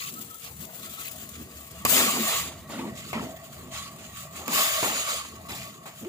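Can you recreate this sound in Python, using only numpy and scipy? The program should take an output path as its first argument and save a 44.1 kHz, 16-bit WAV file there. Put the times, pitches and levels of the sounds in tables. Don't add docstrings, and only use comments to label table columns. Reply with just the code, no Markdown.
import sys
import numpy as np
from scipy import signal
from scipy.fft import rfft, irfft, next_fast_len
from scipy.io import wavfile
from scipy.ndimage import uniform_filter1d, map_coordinates

SR = 44100
rng = np.random.default_rng(int(sys.argv[2]) if len(sys.argv) > 2 else 0)


def log_audio(samples):
    frames = np.atleast_2d(samples).T
    limited = np.clip(frames, -1, 1)
    pcm = np.round(limited * 32767).astype(np.int16)
    wavfile.write(sys.argv[1], SR, pcm)


N = 268260
MERGED_DEPTH = 0.33
SWELL_STEP = 32


def boil_off():
    # (start [s], rise [s], hold [s], steam [dB], spray over steam [dB], fizz over steam [dB])
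    drops = [(0, 0.00057, 0.093, -40.5, 5, 0), (0.133, 0.012, 0.013, -50.5, 1, -12),
             (0.204, 0.012, 0.012, -49, 14, -4), (0.29, 0.0087, .005, -70, 16, -15),
             (0.333, 0.01, .005, -61, 17, -13), (0.408, 0.035, 0.035, -46, 2, -2.5),
             (0.598, 0.015, 0.015, -52, 13, 4), (0.624, 0.012, 0.014, -50.5, 10.5, 0),
             (0.71, 0.015, 0.016, -64, 2, -15), (0.777, 0.018, 0.011, -49, 0.5, -25),
             (0.809, 0.025, 0.03, -44.5, -4, -20), (0.909, 0.032, 0.024, -47, 5, -7),
             (0.954, 0.042, 0.034, -48.5, 8.5, 2.5), (1.029, 0.025, 0.031, -51, 10, 8.5),
             (1.155, 0.12, 0.042, -50, 6, -14), (1.288, .012, 0.009, -52.5, 7, -14),
             (1.325, 0.017, 0.015, -45.5, -10.5, -14), (1.525, 0.047, 0.15, -51, 6, -27),
             (1.695, 0.02, 0.18, -48.5, 0, -21), (2.693, 0.024, 0.18, -46, -18, -2.5),
             (2.908, 0.093, 0.25, -46.5, -4, -3.5), (3.138, 0.013, 0.15, -48, -18, -3),
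             (3.358, 0.0062, 0.0067, -51, 2.5, -12), (3.42, 0.02, 0.015, -55, 7, -8),
             (3.52, 0.0088, 0.083, -50.5, 5.5, -10), (3.702, 0.049, 0.13, -39.5, -5, -4),
             (3.968, 0.076, 0.0099, -47, -5, -9), (4.085, 0.1, 0.09, -46, 3.5, -26),
             (4.315, 0.072, .1, -46.5, -1, -6), (5.482, 0.013, 0.21, -40, 0, -0.5),
             (5.856, 0.0096, 0.028, -47, 0, -13), (5.968, 0.034, 0.024, -50.5, 6, -10)]
    # (time [s], steam [dB], spray over steam [dB], pot ring [dB])
    spills = [
        [(1.853, -25, 6, -33), (1.862, -29, -1, -27), (1.874, -32.5, 6, -53), (1.902, -30, 15.5, -52),
         (1.964, -21.5, 3, -46), (1.998, -22.5, 2, -30), (2.044, -26.5, 4, -48), (2.08, -27.5, 2, -28.5),
         (2.188, -32.5, 4, -47), (2.28, -27.5, 2.5, -40.5), (2.384, -29.5, 0.5, -36), (2.456, -36.5, 1, -52),
         (2.592, -59, -26, -85), (2.6, -65, -17, -55)],
        [(4.46, -43, -8, -66), (4.474, -44, -3, -37), (4.54, -28, 6.5, -42), (4.592, -24, 3.5, -28.5),
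         (4.808, -30.5, -1, -43.5), (4.85, -29, 2.5, -41), (4.922, -33, -0.5, -61), (4.986, -31, -5, -33),
         (5.064, -34, -5, -50), (5.096, -30.5, -5, -30), (5.176, -33, -6, -36.5), (5.25, -43, -14, -42),
         (5.332, -55.5, -21, -60), (5.36, -55, -13, -64)],
    ]
    shapes_db = swells(drops, sag_db_per_s=45.6, release_db_per_s=520)
    peak_db, spray_over_db, fizz_over_db = np.transpose(drops)[3:]
    steam_db = summed(shapes_db, peak_db)
    spray_db = summed(shapes_db, peak_db + spray_over_db)
    fizz_db = summed(shapes_db, peak_db + fizz_over_db)
    ring_db = steam_db - 7.5
    for spill in spills:
        silence_before = (spill[0][0] - 0.003, -99, 0, -99)
        silence_after = (spill[-1][0] + 0.1, -99, 0, -99)
        spill_db, spill_spray_db, spill_ring_db = curves([silence_before, *spill, silence_after])
        steam_db = power_sum(steam_db, spill_db)
        spray_db = power_sum(spray_db, spill_db + spill_spray_db)
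        fizz_db = power_sum(fizz_db, spill_db - 10.5)
        ring_db = power_sum(ring_db, spill_ring_db)
    return steam_db, spray_db, fizz_db, ring_db


def hiss(steam_db, spray_db, fizz_db):
    # (time [s], steam [dB], spray [dB], steam pan L-R [dB], spray pan L-R [dB])
    sizzle_bed = [(0, -49, -41, 3.5, 11), (.4, -59, -46, -5, 15), (.7, -55, -48.5, 0.5, 18),
                  (1.2, -50, -47, 1, 14), (1.5, -56, -53, 0, 12.5), (2.2, -56.5, -51.5, -1.5, 5.5),
                  (6.08, -55.5, -55.5, -0.5, 9)]
    # (frequency [Hz], level [dB])
    steam_spectrum = [(710, -41), (1200, -13), (1230, 0.5), (1510, -5.5), (2040, -2), (2550, -0.5),
                      (3510, -1), (4830, -3.5), (5770, -10.5), (6650, -1), (7140, 1.5), (7700, -7),
                      (8600, -8), (10000, -7.5), (13000, -13.5), (22000, -120)]
    spray_spectrum = [(4710, -15.5), (8000, -3), (8700, -8), (10900, -5), (12400, -7), (14400, -0.5),
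                      (15300, 4.5), (16000, 2)]
    # (centre [Hz], width [Hz], level over steam [dB])
    singing_bands = [(6700, 700, -13), (7500, 800, -13)]
    patchy_db = 2.6
    bed_steam_db, bed_spray_db, steam_pan, spray_pan = curves(sizzle_bed)
    depth = np.interp(steam_db, [-48, -33], [1, MERGED_DEPTH])
    pops = (sputter(count=300, life_s=0.012, spread_db=6) * amp(1.4 * wobble(25))) ** depth
    steam = rush(lambda f: amp(along(steam_spectrum, f)), pops, patchy_db)
    for centre, width, db in singing_bands:
        gain = amp(db + 4 * wobble(9))
        steam += gain * rush(modes([(centre, width, 0)], power=2), pops, patchy_db)
    crackle = sputter(count=250, life_s=0.0035, spread_db=10) ** depth
    spray = rush(lambda f: amp(along(spray_spectrum, f)), pops * crackle, patchy_db)
    flicker_db = 0.65 * wobble(7.8)
    steam = panned(steam, steam_pan + 0.38 * wobble(7.2))
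    spray = panned(spray, spray_pan + 1.2 * wobble(3.16))
    return (amp(power_sum(steam_db, bed_steam_db + flicker_db)) * steam
            + amp(power_sum(spray_db, bed_spray_db + flicker_db)) * spray
            + amp(fizz_db) * fizz(count=7000, centre_hz=3302, log_spread=0.35))


def spits():
    # (time [s], level [dB], crack over level [dB], push over level [dB], slap t60 [s])
    hits = [(1.851, -11.5, 2.5, 33, 0.071), (1.897, -38, 24, 10, 0.03), (2.696, -38, -20, 14, 0.07),
            (2.789, -25.5, -24, 11, 0.14), (3.13, -19, -14, 16, 0.22), (4.48, -17.5, 0, 20, 0.051),
            (4.828, -13, -22, 5, 0.12), (5.09, -27, -20, 13, 0.044), (5.25, -28, -7, 8, 0.033),
            (5.857, -31, -7, 12, 0.34), (6.048, -33.5, -21, 37, 0.097)]
    # (centre [Hz], width [Hz], level [dB])
    slap_modes = [(308, 1100, -9.5), (960, 470, -3.5), (2370, 550, -9)]
    push_mode = (67, 105, -1.2)
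    crack_t60_s = 0.008
    slaps, cracks, pushes = np.zeros((2, N + SR)), np.zeros((2, N + SR)), np.zeros(N)
    t = np.arange(SR // 4) / SR
    for start, db, crack_db, push_db, t60 in hits:
        noise = rng.standard_normal((3, len(t)))
        centre, sides = noise[0], noise[1:]
        at = round(start * SR)
        slaps[:, at:at + len(t)] += amp(db - 60 * t / t60) * (centre + 0.93 * sides)
        cracks[:, at:at + len(t)] += amp(db + crack_db - 60 * t / crack_t60_s) * (centre + 1.2 * sides)
        slaps[:, at] += amp(db + 14)
        cracks[:, at] += amp(db + crack_db + 7)
        pushes[at] = amp(db + push_db)
    return (amp(6) * filtered(slaps[:, :N], modes(slap_modes))
            + amp(-1) * filtered(cracks[:, :N], low_cut(hz=8000, order=1))
            + filtered(pushes, modes([push_mode])))


def droplet_ticks():
    # (time [s], level [dB])
    droplets = [(0.138, -31), (0.189, -38), (0.212, -33), (0.307, -36), (0.343, -35), (0.5656, -42),
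                (0.592, -38), (0.734, -39), (0.7945, -36), (0.854, -42), (0.8934, -37), (0.9368, -44),
                (1.01, -33), (1.0294, -34), (1.08, -31.5), (1.29, -32), (1.6062, -43), (1.7095, -41)]
    rise_s = 0.0026
    age = np.arange(SR // 20) / SR / rise_s
    envelope = age * np.exp(1 - age)
    bursts = np.zeros((2, N + SR))
    for start, db in droplets:
        at = round(start * SR)
        bursts[:, at:at + len(age)] += amp(db) * envelope * rng.standard_normal((2, len(age)))
    crisp = filtered(bursts[:, :N], low_cut(hz=6140, order=2))
    return panned(crisp, pan_db=np.full(N, 5.5))


def broth(ring_db):
    # (time [s], upper pot ring [dB], lower pot ring [dB])
    simmer = [(0.0, -80, -65), (0.17, -68, -67), (0.74, -78, -56.5), (0.86, -60, -58), (1.73, -61, -58.5),
              (2.03, -31, -42), (2.2, -54, -54), (2.29, -40, -37), (2.42, -63, -54), (2.9, -50.5, -50),
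              (3.1, -50, -55.5), (3.18, -63, -42.5), (3.56, -56, -57), (4.42, -51, -54), (4.61, -36, -33),
              (4.66, -36, -41), (5.08, -50, -46.5), (5.23, -54, -55.5), (6.08, -61, -57)]
    # (start [s], rise [s], hold [s], gurgle [dB], slosh [dB])
    surges = [(0.166, 0.041, 0.2, -54, -57), (0.433, 0.066, 0.026, -74, -52),
              (0.595, 0.022, 0.018, -49, -72), (0.967, 0.029, .02, -51, -64),
              (1.854, 0.022, 0.04, -37, -42), (1.883, 0.091, 0.024, -32, -27.5),
              (1.96, 0.045, 0.086, -32, -28.5), (2.12, 0.05, 0.02, -30.5, -36),
              (2.25, 0.061, 0.22, -53, -36), (2.422, 0.03, 0.28, -41.5, -63),
              (2.69, 0.0086, 0.15, -38.5, -42.5), (2.727, 0.01, .05, -53, -43.5),
              (2.748, 0.043, 0.053, -38.5, -42.5), (2.832, 0.024, 0.17, -37.5, -62),
              (3.137, 0.028, 0.043, -37, -35.5), (3.214, 0.015, 0.018, -35.5, -53),
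              (3.57, 0.031, 0.084, -50, -71), (3.7, 0.054, 0.051, -66, -49.5),
              (4.002, 0.024, 0.057, -47.5, -79), (4.34, 0.076, 0.041, -51, -46.5),
              (4.449, 0.065, 0.058, -35, -42), (4.55, 0.039, 0.17, -70, -32.5),
              (4.834, 0.017, 0.14, -35, -29), (5.07, 0.015, 0.089, -62, -37.5),
              (5.315, 0.024, 0.06, -48.5, -64), (5.473, 0.026, 0.04, -46, -43.5),
              (6.007, 0.017, 0.064, -40, -69.5)]
    # (frequency [Hz], level [dB])
    slosh_spectrum = [(200, -40), (400, -10.5), (800, -6.5), (1150, -8.5), (1500, -22), (2000, -12.5),
                      (2500, -19), (3500, -39)]
    # (centre [Hz], width [Hz], level [dB])
    pot_modes = [
        [(649.6, 84, 0)],
        [(1130, 76, 6.5), (1330, 85, -4.5)],
    ]
    overtone_modes = [(1910, 210, 0), (2470, 130, -6), (2860, 170, -4)]
    side_modes = [(1300, 55, 0), (1780, 70, -12), (3400, 900, -10)]
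    gurgle_modes = [(183, 81, -3), (221.7, 28, 7.5), (250, 28, 6), (355, 140, -2)]
    # (time [s], level [dB])
    side_levels = [(0, -74), (.15, -59), (.45, -56), (.7, -69), (.9, -47.5), (1.2, -75), (1.6, -80),
                   (2.4, -81), (6.08, -68)]
    shapes_db = swells(surges, sag_db_per_s=91, release_db_per_s=172)
    gurgle_peaks_db, slosh_peaks_db = np.transpose(surges)[3:]
    gurgle_db = power_sum(summed(shapes_db, gurgle_peaks_db), -58 + 5.2 * wobble(9.8))
    slosh_db = power_sum(summed(shapes_db, slosh_peaks_db), -66 + 5 * wobble(6))
    depth = np.interp(slosh_db, [-48, -33], [1, MERGED_DEPTH])
    bubbling = sputter(count=300, life_s=0.037, spread_db=5) ** depth
    lower, upper = (rush(modes(group, power=1.66), bubbling, patchy_db=2.5) for group in pot_modes)
    slosh = rush(lambda f: amp(along(slosh_spectrum, f)), bubbling, patchy_db=3.5)
    gurgle = rush(modes(gurgle_modes), sputter(count=200, life_s=0.011, spread_db=7), patchy_db=-1)
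    upper_db, lower_db = curves(simmer)
    rings = amp(power_sum(ring_db, upper_db + 2.6 * wobble(10))) * upper
    rings += amp(lower_db + 3.2 * wobble(12)) * lower
    rings += amp(lower_db - 9.5) * rush(modes(overtone_modes, power=2.35), bubbling, patchy_db=3)
    side_db = curves(side_levels)[0] + 5 * wobble(12.8)
    rings += amp(side_db) * rush(modes(side_modes, power=2), bubbling, patchy_db=6)
    froth = amp(-4) * fizz(count=1200, centre_hz=1200, log_spread=0.6)
    return rings + amp(slosh_db) * (slosh + froth) + amp(gurgle_db) * gurgle


def large_bubbles():
    # (time [s], first pitch [Hz], last pitch [Hz], rise [s], glide [s], peak [dB])
    bloops = [(1.925, 258.6, 254.4, 0.036, 0.046, -28.5), (1.97, 256, 243.5, 0.03, 0.066, -33),
              (1.954, 380, 397, 0.015, .05, -29.5), (2.03, 232, 210, 0.033, 0.072, -33.5),
              (2.14, 247, 231, 0.02, 0.041, -32), (2.179, 221, 216, 0.024, .07, -27.5),
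              (2.185, 348, 352, 0.013, .03, -33), (2.771, 242, 270.4, 0.027, 0.07, -34),
              (2.785, 338, 347, .015, .04, -39), (2.859, 210, 207, 0.026, .04, -43),
              (3.152, 235, 224, 0.015, .04, -28.5), (3.195, 258, 270, 0.009, 0.026, -36),
              (3.235, 257, 267, 0.018, 0.054, -35), (6.049, 292, 370, .028, 0.02, -30.5)]
    out, t = np.zeros(N + SR), np.arange(SR // 2) / SR
    for start, first_hz, last_hz, rise, glide, db in bloops:
        age = t / rise
        hz = first_hz + (last_hz - first_hz) * np.minimum(t / glide, 1)
        tone = np.sin(2 * np.pi * (np.cumsum(hz) / SR + rng.random()))
        out[round(start * SR):][:len(t)] += amp(db) * age * np.exp(1 - age) * tone
    return out[:N]


def fizz(count, centre_hz, log_spread):
    life_cycles = 12
    when = rng.random(count)
    pitch, size, side = rng.standard_normal((count, 3)).T
    span = np.arange(int(2 * life_cycles * SR / centre_hz))
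    hz = centre_hz * np.exp(log_spread * np.clip(pitch, -1.5, 1.5))
    cycles = span / SR * hz[:, None]
    age = cycles / life_cycles
    envelope = amp(3.4 * size)[:, None] * age * np.exp(-3 * age) * (1 - span / len(span))
    tones = envelope * np.sin(2 * np.pi * cycles * (1 + 0.03 * age))
    at = ((when * N).astype(int)[:, None] + span).ravel()
    channels = [tones * amp(sign * 4.1 * side)[:, None] for sign in (1, -1)]
    return unit(np.array([np.bincount(at, channel.ravel(), N + SR)[:N] for channel in channels]))


def gas_flame():
    # (centre [Hz], width [Hz], level [dB])
    cavity_modes = [(76.5, 10.5, -3), (117, 55, -8.5), (189, 60, -10.5)]
    # (time [s], lowest mode [dB], upper modes [dB])
    rumble_levels = [(0.0, -51, -51.5), (0.12, -58, -47), (0.39, -61, -59.5), (0.56, -51, -45.5),
                     (0.96, -55, -54), (1.4, -40, -46.5), (1.57, -46.5, -62), (1.89, -44, -40),
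                     (2.3, -61, -47.5), (2.54, -39, -48.5), (2.76, -53, -46), (3.2, -44.5, -41.5),
                     (3.42, -53, -52), (3.52, -44.5, -46.5), (5.25, -55, -56), (5.54, -42, -43.5),
                     (5.77, -63, -51), (6.08, -54, -52)]
    low_db, upper_db = curves(rumble_levels)
    low = rush(modes(cavity_modes[:1]), amp(0.27 * wobble(14)), patchy_db=5)
    upper = rush(modes(cavity_modes[1:]), amp(wobble(16)), patchy_db=-0.6)
    return amp(low_db) * low + amp(upper_db) * upper


def kitchen_tone():
    pitch_hz, level_db = 469, -68
    fade_db = curves([(0, 2), (1.8, -1), (2.6, -11), (6.08, -8)])[0]
    tone = np.sqrt(2) * np.sin(2 * np.pi * np.cumsum(pitch_hz + 5 * wobble(29)) / SR)
    return amp(level_db + fade_db + 2.5 * wobble(13.2)) * tone


def rush(colour, gain, patchy_db):
    # (frequency [Hz], left-right correlation [0-1])
    likeness = [(60, 1), (290, 0.89), (640, 0.81), (1400, 0.81), (3000, 0.21), (15000, 0.23)]
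    spectra = signal.stft(rng.standard_normal((2, N)) * gain, nperseg=512)[2]
    patches = uniform_filter1d(rng.standard_normal(spectra.shape[1:]), size=3, axis=0)
    patches = uniform_filter1d(patches, size=7, axis=1)
    pair = signal.istft(spectra * amp(patchy_db * unit(patches)), nperseg=512)[1][:, :N]
    angle = lambda hz: np.arccos(np.clip(along(likeness, hz), -1, 1)) / 2
    mid, side = filtered(pair, lambda hz: colour(hz) * [np.cos(angle(hz)), np.sin(angle(hz))])
    return np.array([mid + side, mid - side]) / np.sqrt(np.mean(mid ** 2))


def sputter(count, life_s, spread_db):
    when, size = rng.random((count, 2)).T
    rarity = -np.log(1.08 - size)
    kicks = np.bincount((when * N).astype(int), amp(spread_db * rarity), N) / 4
    bursts = signal.lfilter([1], [1, -np.exp(-1 / (life_s * SR))], kicks)
    return 1 + np.tanh(bursts)


def swells(rows, sag_db_per_s, release_db_per_s):
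    start, rise, hold = np.abs(np.asarray(rows)[:, :3].T[..., None])
    since_peak = np.arange(0, N, SWELL_STEP) / SR - start - rise
    attack_db = 20 * np.log10(np.clip(1 + since_peak / rise, 1e-4, 1))
    return (attack_db - sag_db_per_s * np.clip(since_peak, 0, hold)
            - release_db_per_s * np.maximum(since_peak - hold, 0))


def summed(shapes_db, peaks_db):
    coarse_db = power_sum(*(shapes_db + np.reshape(peaks_db, (-1, 1))))
    return np.interp(np.arange(N), np.arange(0, N, SWELL_STEP), coarse_db)


def power_sum(*levels_db):
    return 10 * np.log10(sum(amp(db) ** 2 for db in levels_db))


def modes(table, power=1):
    return lambda f: sum((-1) ** k * amp(db) * 1j * f * width / (hz * hz - f * f + 1j * f * width)
                         for k, (hz, width, db) in enumerate(table)) ** power


def low_cut(hz, order):
    return lambda f: (1j * f / (hz + 1j * f)) ** order


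def filtered(x, response):
    size = next_fast_len(N + SR // 2)
    return irfft(rfft(x, size) * response(np.fft.rfftfreq(size, 1 / SR)), size)[..., :N]


def wobble(rate):
    return map_coordinates(rng.standard_normal(int(N * rate / SR) + 4), [np.arange(N) * rate / SR])


def curves(rows):
    times, *columns = np.transpose(rows)
    return [np.interp(np.arange(N) / SR, times, column) for column in columns]


def along(points, hz):
    freqs, values = np.transpose(points)
    return np.interp(np.log(hz + 1), np.log(freqs + 1), values)


def panned(x, pan_db):
    return x * amp(np.array([pan_db / 2, -pan_db / 2]))


def amp(db):
    return 10 ** (np.asarray(db) / 20)


def unit(x):
    return x / np.sqrt(np.mean(x ** 2) + 1e-20)


def scene():
    # (time [s], lag of left behind right [samples])
    bearing = [(0, -12), (1.5, -8), (2.4, -6), (2.9, 7), (4, 5), (5, 8.5), (6.08, 6.5)]
    steam_db, spray_db, fizz_db, ring_db = boil_off()
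    pot = hiss(steam_db, spray_db, fizz_db) + broth(ring_db) + spits() + droplet_ticks() + large_bubbles()
    half_lag = curves(bearing)[0] / 2
    left = map_coordinates(pot[0], [np.arange(N) - half_lag], order=3)
    right = map_coordinates(pot[1], [np.arange(N) + half_lag], order=3)
    return np.array([left, right]) + gas_flame() + kitchen_tone()


def record(dry):
    bass_cut, top_hz = low_cut(hz=58, order=3), 15480
    return filtered(dry, lambda hz: bass_cut(hz) * (hz < top_hz))


dry = scene()
out = record(dry)
log_audio(out)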